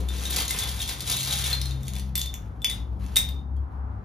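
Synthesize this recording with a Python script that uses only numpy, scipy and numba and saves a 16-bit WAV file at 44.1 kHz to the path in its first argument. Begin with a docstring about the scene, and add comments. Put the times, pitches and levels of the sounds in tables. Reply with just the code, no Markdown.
"""A soft bump and a cloth rustle open: a hand stirs thin hard plastic discs in a cloth bag, a metre away.
The discs rattle and click: decaying plate modes with a noisy crack; cloth and bag bulk are shaped noise.
After the stirring, single drags brush over the cloth. A small shop room answers with decaying noise.
Traffic rumble and narrow hums (filtered noise), a wavering engine and a lower drone (sines) come through
the walls. Two ports of a phone hear it all."""
import sys
import numpy as np
from scipy import signal
from scipy.fft import rfft, irfft
from scipy.io import wavfile
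from scipy.ndimage import uniform_filter1d
from numba import njit

SR = 44100
rng = np.random.default_rng(int(sys.argv[2]) if len(sys.argv) > 2 else 0)


def wrap_up_sound(samples):
    """Save the sound to the file named by the first command line argument, as 16-bit audio."""
    columns = np.atleast_2d(samples).T
    # keep every value between -1 and 1, then stretch to whole-number steps
    tamed = np.clip(columns, -1, 1)
    steps = np.round(tamed * 32767).astype(np.int16)
    wavfile.write(sys.argv[1], SR, steps)


N = 178516


def undb(db):
    """Turns decibels into an amplitude factor."""
    return 10 ** (np.asarray(db) / 20)


def level(x, db):
    """Scales a sound to an RMS level in dB."""
    return x * undb(db) / np.sqrt(np.mean(x ** 2))


def at_hz(table, hz):
    """Reads (Hz, value) rows on a log frequency axis."""
    f, v = np.transpose(table)
    return np.interp(np.log(hz + 1), np.log(f + 1), v)


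def in_time(table):
    """Draws straight lines through (s, value, ...) rows, one curve per column."""
    s, *columns = np.transpose(table)
    return [np.interp(np.arange(N) / SR, s, column) for column in columns]


def colour(x, table):
    """Filters by (Hz, dB) rows."""
    size = x.shape[-1]
    gain = undb(at_hz(table, np.fft.rfftfreq(size, 1 / SR)))
    return irfft(rfft(x) * gain, size)


def octave_share(f, hz):
    """Weight of one octave band, fading linearly to nothing an octave away on either side."""
    return np.clip(1 - abs(np.log2(f + 1) - np.log2(hz)), 0, 1)


def walk(rate):
    """Random levels held 1 / rate s and slewed twice; spread near 1.5."""
    k = int(SR / rate)
    held = np.repeat(rng.standard_normal(N // k + 1), k)
    return 2.0 * uniform_filter1d(uniform_filter1d(held, k), k)[:N]


def swell(middle_s, half_s):
    """A smooth rise and fall, half as strong at half the half length."""
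    return np.exp(-2.8 * ((np.arange(N) / SR - middle_s) / half_s) ** 2)


# the stirring hand's vigour, as disc rattle: time_s, vigour_db
STIR_VIGOUR = [(0, -38), (.05, -76), (.09, -44), (.14, -43.5), (.37, -26), (.46, -34.5), (.58, -32.5),
               (.6, -28), (.75, -38.5), (.81, -29), (.85, -39.5), (.89, -29.5), (.97, -46), (1.05, -35.5),
               (1.1, -25), (1.13, -29.5), (1.29, -31), (1.32, -26), (1.38, -32), (1.42, -27), (1.5, -31),
               (1.54, -29), (1.57, -45), (1.72, -47.5), (1.77, -63), (1.88, -45), (1.92, -61), (1.97, -55),
               (2.12, -68)]
# fingers drag over the cloth while picking a disc: start_s, hold_s, cloth_db, loose_discs_against_cloth_db
FINGER_DRAGS = [(2.15, 0.076, -57, 10.5), (2.42, 0.21, -77, -2), (2.64, .1, -57.5, -1),
                (2.992, 0.075, -58.5, -18.5), (3.113, 0.19, -62.5, -2.5)]
DRAG_ATTACK_S, DRAG_RELEASE_DB_S, REST_DB = 0.033, 151, -84.5
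HEAP_UNTIL_S = 2.1  # until then the discs are buried in the heap and ring shorter
# at a vigour of -30 dB, and how closely each follows the vigour (dB per dB)
RUSTLE_DB, RUSTLE_PER_DB = -47, 0.53
THUMP_DB, THUMP_PER_DB, THUMP_FADE_DB_S = -45, .5, 11.5  # weaker as the hands settle
GATHER_DB, GATHER_FADE_DB_S = -50.5, 14  # the cloth being gathered up at first
LIFT_DB, LIFT_FADE_DB_S = -38, 296  # the bump as the bag is picked up


def hand():
    """Drive in dB for rattle, rustle and thump: stirring first, then drags that rise, hold and die away."""
    t = np.arange(N) / SR
    vigour, = in_time(STIR_VIGOUR + [(2.2, -120)])
    above = vigour + 30
    rattle_gain = undb(vigour)
    rustle_gain = undb(RUSTLE_DB + RUSTLE_PER_DB * above) * (t < HEAP_UNTIL_S)
    rustle_gain = rustle_gain + undb(GATHER_DB - GATHER_FADE_DB_S * t) + undb(REST_DB)
    for start, hold, db, discs_db in FINGER_DRAGS:
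        attack = np.clip((t - start) / DRAG_ATTACK_S, 0, 1)
        drag = attack * undb(db - DRAG_RELEASE_DB_S * np.clip(t - start - hold, 0, None))
        rattle_gain = rattle_gain + undb(discs_db) * drag
        rustle_gain = rustle_gain + drag
    thump_gain = undb(THUMP_DB + THUMP_PER_DB * above - THUMP_FADE_DB_S * t)
    thump_gain = thump_gain + undb(LIFT_DB - LIFT_FADE_DB_S * t)
    return 20 * np.log10(np.array([rattle_gain, rustle_gain, thump_gain]) + 1e-6)


def thump(bump_db):
    """The bag's bulk moves air dully: low band-passed noise."""
    band = signal.butter(2, [170, 480], "bandpass", fs=SR, output="sos")
    return level(signal.sosfilt(band, rng.standard_normal(N)), -1.5) * undb(bump_db)


# tone of the cloth hiss: pitch_hz, level_db
CLOTH_TONE = [(200, -5.5), (500, -2.5), (1500, 0), (3000, -1), (6000, -8.5), (10000, -6.5), (15500, -14)]


def cloth(rustle_db):
    """Fibres drag over skin and discs: hiss made grainy by slow and fast level walks."""
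    grain = undb(2.5 * walk(29.97) + 1.7 * walk(250))
    hiss = colour(grain * rng.standard_normal(N), CLOTH_TONE)
    return level(hiss, 3.2) * undb(rustle_db)


@njit
def add(out, start, hz, gain, t60):
    """Lets each decaying mode ring from its start until it has fallen by 60 dB."""
    for e in range(len(start)):
        for m in range(hz.shape[1]):
            turn = np.exp(2j * np.pi * hz[e, m] / SR - np.log(1000) / (t60[e, m] * SR))
            z = gain[e, m] + 0j
            for i in range(start[e], min(len(out), start[e] + int(t60[e, m] * SR))):
                out[i] += z.imag
                z *= turn


# plate modes of a disc, before damping: multiple_of_pitch, level_db, t60_s
DISC_MODES = [(.568, -31, 0.066), (0.986, -18.5, 0.074), (1, -2.5, .12), (2.08, -14.5, 0.055),
              (2.2, -12, 0.17), (2.471, -10, 0.038), (3.7, -7, 0.045), (4.07, -11.5, 0.04)]
# tone of the contact noise: pitch_hz, level_db
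CRACK_TONE = [(700, -46), (1500, -33), (2000, -4.5), (2700, -5.5), (3500, -1), (6000, -0.5), (10000, 2),
              (12000, -9), (13500, -2), (15500, -3)]


def discs(s, db, hz, crack_db, crack_ms, others_db, damping, snap=0.68):
    """Each contact rings one disc's modes, struck at a chance spot, with a sharp snap and a short scrape."""
    multiple, mode_db, t60 = np.transpose(DISC_MODES)
    chance = rng.standard_normal((len(s), 2, len(DISC_MODES)))
    start = (s * SR).astype(int)
    ring, scrape, snaps = np.zeros(N), np.zeros(N), np.zeros(N)
    other = abs(multiple - 1) > .01  # every mode but the main one
    detune = 1 + .005 * chance[:, 0] * other
    modes_hz = np.clip(hz[:, None] * multiple * detune, 0, .45 * SR)
    spot_db = (2.5 * chance[:, 1] + others_db[:, None]) * other
    modes_db = db[:, None] - 9 + mode_db + spot_db
    add(ring, start, modes_hz, undb(modes_db), t60 * damping * np.ones_like(modes_hz))
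    for i, gain, ms in zip(start, undb(db + crack_db - 5.5), crack_ms):
        length = min(int(ms * SR / 150), N - i)
        fade = np.exp(-np.arange(length) / (ms * SR / 1000))
        scrape[i:i + length] += gain * fade
        snaps[i] += snap * gain
    return ring + colour(snaps + scrape * rng.standard_normal(N), CRACK_TONE)


def rattle(stir_db, per_s=520, scatter_db=2.5, until_s=3.6):
    """The heap of discs tumbles: many small contacts, damped by neighbours and cloth."""
    chance = rng.random((int(per_s * until_s), 4)).T
    s = chance[0] * until_s
    # a few contacts are much harder than the rest
    db = stir_db[(s * SR).astype(int)] - 5.5 - scatter_db * np.log(chance[1] + 1e-2)
    hz = 3150 + 1000 * chance[2]
    crack_db = 4 + 6 * chance[3]
    even = np.ones(len(s))
    return discs(s, db, hz, crack_db, 1.54 * even, -1.5 * even, damping=0.72)


# traffic spectrum, relative power density: pitch_hz, level_db
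STREET_TONE = [(15, -68), (25, -38.5), (32, -35), (35, -30), (46, -7.5), (69, -9.5), (93, -9.5),
               (164, -12.5), (267, -18), (368, -26.5), (648, -32), (782, -28.5), (1300, -35.5), (2920, -61),
               (15500, -84.5)]
# how much differs between the ports: pitch_hz, side_minus_mid_db
STREET_WIDTH = [(60, -12.5), (110, -18), (200, -10), (380, -6), (700, -1), (1290, 0.5), (2380, 1),
                (4400, -11.5), (8120, -5.5), (15000, -5.5)]
STREET_DB = -41  # RMS before the late swell and the port balance
STREET_SWELL_DB, STREET_SWELL_S, STREET_SWELL_HALF_S = 1, 3.9, .6  # grows a little towards the end


def street():
    """Traffic noise in octave bands that each waver a little; most alike at both ports in the bass."""
    f, out = np.fft.rfftfreq(N, 1 / SR), 0
    mid, side = rfft(rng.standard_normal((2, N))) * undb(at_hz(STREET_TONE, f))
    pair = mid + side * undb(at_hz(STREET_WIDTH, f)) * np.array([[1], [-1]])
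    for hz in 32 * 2. ** np.arange(10):
        out = out + irfft(pair * octave_share(f, hz), N) * undb(1.3 * walk(3))
    growth = undb(STREET_SWELL_DB * swell(STREET_SWELL_S, STREET_SWELL_HALF_S))
    return level(out, STREET_DB) * growth


# low room resonances, level before the port balance: pitch_hz, width_hz, level_db
HUM_RESONANCES = [(52.3, 2.6, -48.5), (99.9, 5.7, -46)]


def hum():
    """Narrow low resonances fed with noise, so they swell by chance."""
    f, out = np.fft.rfftfreq(N, 1 / SR), 0
    for hz, width, db in HUM_RESONANCES:
        resonance = 1 / (1 + (2 * (f - hz) / width) ** 2)
        out = out + level(irfft(rfft(rng.standard_normal(N)) * resonance, N), db)
    return out


# firing rate of the engine outside: time_s, rate_hz
FIRING_RATE = [(0, 63.87), (.5, 64), (.7, 65.65), (2.3, 65.6), (2.7, 63.62), (3.1, 64.7), (3.27, 68.35),
               (3.7, 68.3), (4.05, 66)]
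# its lowest order wavers and nearly vanishes at times: time_s, level_db
LOWEST_ORDER = [(0, -25.5), (.2, -30.5), (.45, -35.5), (.57, -54), (.7, -32.5), (.9, -40.5), (1.2, -47),
                (1.37, -34.5), (1.74, -29), (1.84, -44), (1.95, -30.5), (2.33, -34.5), (2.43, -50),
                (2.55, -39.5), (2.74, -58), (2.88, -31), (3.08, -32), (3.19, -43.5), (3.3, -29.5),
                (3.45, -34), (3.6, -25.5), (3.7, -50), (3.8, -31), (3.9, -33), (4.05, -52)]
# its higher orders swell now and then: order, middle_s, half_length_s, level_db
HIGHER_ORDERS = [(2, 0.66, 0.17, -44), (2, 1.307, 0.4, -39.5), (2, 1.75, 0.36, -34.5), (2, 2.104, 0.3, -43),
                 (2, 3.39, 0.46, -47.5), (3, 1.928, 0.14, -44), (3, 2.1, .2, -45), (3, 3.04, .15, -44)]


def engine():
    """Three orders of one firing rate that swell and fade through the walls."""
    hz, = in_time(FIRING_RATE)
    phase = 2 * np.pi * np.cumsum(hz) / SR
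    s, db = np.transpose(LOWEST_ORDER)
    tone = np.interp(np.arange(N) / SR, s, undb(db)) * np.sin(phase)
    for order, middle, half, db in HIGHER_ORDERS:
        tone = tone + undb(db) * swell(middle, half) * np.sin(round(order) * phase)
    return np.sqrt(2) * tone  # peak from RMS


# clear single clicks; crack_fade_ms is a fall to 1/e, others_db is low when one mode rings alone:
# start_s, ring_db, pitch_hz, crack_against_ring_db, crack_fade_ms, others_db
CLEAR_CLICKS = [(.0877, -21, 3610, 1, 1.7, -4), (.184, -26.5, 3680, 3, 2.3, -7),
                (.2543, -17.5, 3700, 0, 1.5, -2), (.3072, -20.5, 3640, 2, 2.5, 12),
                (.4798, -24.5, 3670, 10, 3.8, -5), (.5065, -17, 2080, -19, 2.3, -28),
                (.5078, -19, 3650, 6, 5, 5.5), (.5886, -18.5, 3630, -2, 3.4, 9.5),
                (.6200, -17.5, 3476, -11, 2, -8), (.8036, -15, 3670, -19, 2.6, -1),
                (.8769, -22.5, 3518, -0.5, 5.5, 0), (.9956, -30, 3730, 5, 2.2, -7),
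                (1.0056, -23, 3550, 5, 4.2, 2), (1.0755, -25, 3820, 5, 10, -6),
                (1.0984, -23.5, 3620, 9, 6, 9), (1.1164, -16, 3603, 3, 1.7, 7),
                (1.1393, -15, 3856, -7.5, 1.84, 1), (1.1754, -20, 3820, -10, 2.2, 2),
                (1.288, -25, 3580, -23, 1.9, -19), (1.309, -13.5, 3890, -13, 5.1, -8),
                (1.3573, -25.5, 3460, 11, 2.4, -13), (1.4391, -15, 3664, -3, 0.48, -5),
                (1.512, -12, 3536, -15, 2, -4), (1.5295, -5.5, 4183, -19, 2, -36),
                (1.6152, -20.5, 3770, 6, 2.3, -9), (1.6566, -18.5, 4147, -1.5, 2.1, -4),
                (1.7095, -23.5, 3680, 2.5, 1.1, -8), (1.8322, -38, 3603, 5, 1.5, 10),
                (1.8816, -31.5, 3690, 15.5, 1.07, -8), (1.9355, -34, 3580, 15, 0.95, -10),
                (1.9535, -27, 3477, 4.5, 1.5, 0), (1.9644, -51, 3300, 32, .9, -5),
                (1.985, -40.5, 3520, 17.5, 2.2, -7), (1.9964, -49, 3580, 26, 2.4, 1),
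                (2.1545, -24, 3600, 10.5, 5.3, 15.5), (2.1784, -22, 3480, 4, 1.45, 13.5),
                (2.1924, -28.5, 3610, 11, 3.2, 9), (2.2154, -15.5, 3542, 6, 0.95, -8),
                (2.2594, -22.5, 3576, 0, 1.7, -6), (2.3411, -33.5, 3494, 27.5, 0.23, -5.5),
                (2.6189, -24.5, 3510, -6.5, .87, -3.5), (2.6454, -6.5, 3464, 4, 1.3, -16),
                (2.6984, -22.5, 3740, 4.5, 3, 6), (2.7000, -29, 2030, -23, 1.5, -27.5),
                (2.7134, -23, 3710, -2.5, 1.2, -1.5), (3.0640, -52.5, 2680, 23.5, .8, -13),
                (3.1588, -20.5, 3646, 10.5, 3, 14), (3.1640, -15, 2098, -23.5, 1.5, -26.5),
                (3.1662, -4.5, 3692, -4, 1.9, 3.5), (3.1695, -14, 3755, 13.5, 1.35, 5.5),
                (3.1755, -16, 3640, 4, 1.1, 11.5), (3.2889, -24, 3652, -3, 1.4, -.5),
                (3.29, -39.5, 4900, -6, 1.4, -25), (3.5663, -55.5, 3250, 10.5, 1.4, -9)]


def clicks():
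    """Single discs knock together and ring, damped more while buried in the heap."""
    s, db, hz, crack_db, crack_ms, others_db = np.transpose(CLEAR_CLICKS)
    damping = np.where(s < HEAP_UNTIL_S, .6, .9)[:, None]
    return discs(s, db, hz, crack_db, crack_ms, others_db, damping)


# reverberation time: pitch_hz, t60_s
ROOM_DECAY = [(500, 0.3), (3500, 0.33), (8000, 0.19), (15000, 0.2)]
ROOM_DB = -2


def room(x):
    """Two decaying noise responses, with a decay that depends on pitch: one to share, one to differ."""
    t = np.arange(int(.6 * SR)) / SR
    f = np.fft.rfftfreq(len(t), 1 / SR)
    tail = 0
    for hz in 250 * 2. ** np.arange(7):
        noise = rfft(rng.standard_normal((2, len(t))))
        band = irfft(noise * np.sqrt(octave_share(f, hz)), len(t))
        tail = tail + band * np.exp(-np.log(1000) * t / at_hz(ROOM_DECAY, hz))
    tail = tail * (t > .003) / np.sqrt(np.sum(tail[0] ** 2))  # silent for the first 3 ms
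    return undb(ROOM_DB) * signal.fftconvolve(x[None], tail, axes=1)[:, :N]


# phase step between the two ports: pitch_hz, phase_radians
PORT_STEP = [(0, 0), (2500, .4), (5170, .6), (6800, -1), (7670, -2.6), (8200, -3.14), (8870, -3.7),
             (10900, -6), (12300, -6.5), (13100, -7.7), (14500, -9.2), (15300, -9.5)]
# level step between the two ports: pitch_hz, left_minus_right_db
PORT_LEVELS = [(60, 4), (110, 8), (200, -0.5), (380, 5), (700, 1.5), (1290, 1.5), (2380, 1.5), (4400, 4.5),
               (8120, 1), (15000, -0.5)]


def ports(x):
    """The two microphone ports hear the same sound with a phase and level step that depends on pitch."""
    f = np.fft.rfftfreq(N, 1 / SR)
    hz, radians = np.transpose(PORT_STEP)
    # each port takes half of the step
    half = np.sqrt(undb(at_hz(PORT_LEVELS, f))) * np.exp(.5j * np.interp(f, hz, radians))
    return irfft(rfft(x) * np.array([half, 1 / half]), N)


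# a second, lower motor; its level is the fundamental's RMS at the peak, before the port balance
DRONE_HZ, DRONE_DB, DRONE_OCTAVE_DB = 55.2, -36.5, -8.5
DRONE_PEAK_S, DRONE_HALF_S, DRONE_RADIANS = 2.9, 0.83, 2.2  # phase at 3 s


def drone():
    """A low tone of fixed pitch and its octave, swelling once."""
    phase = 2 * np.pi * DRONE_HZ * (np.arange(N) / SR - 3) + DRONE_RADIANS
    tone = np.sin(phase) + undb(DRONE_OCTAVE_DB) * np.sin(2 * phase)
    return np.sqrt(2) * undb(DRONE_DB) * swell(DRONE_PEAK_S, DRONE_HALF_S) * tone


# the part of the room that differs between ports: pitch_hz, level_db
ROOM_DIFFERENCE = [(500, -5), (1500, -2), (3500, -6.5), (8000, -3.5), (15000, -15.5)]


def scene():
    """Mixes the bag with its room, and adds the sounds from outside, a little stronger on the left."""
    stir_db, rustle_db, bump_db = hand()
    bag = thump(bump_db) + cloth(rustle_db) + rattle(stir_db) + clicks()
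    common, apart = room(bag)
    near = ports(bag + common) + colour(apart, ROOM_DIFFERENCE) * np.array([[1], [-1]])
    motors = (engine() + drone() + hum()) * undb([[2.1], [-2.1]])
    traffic = street() * undb([[.8], [-.8]])
    return near + motors + traffic


TOP_HZ = 15700


def record(dry):
    """The phone cuts the top steeply: an elliptic low-pass."""
    return signal.sosfilt(signal.ellip(8, .2, 70, TOP_HZ, fs=SR, output="sos"), dry)


dry = scene()
out = record(dry)
wrap_up_sound(out)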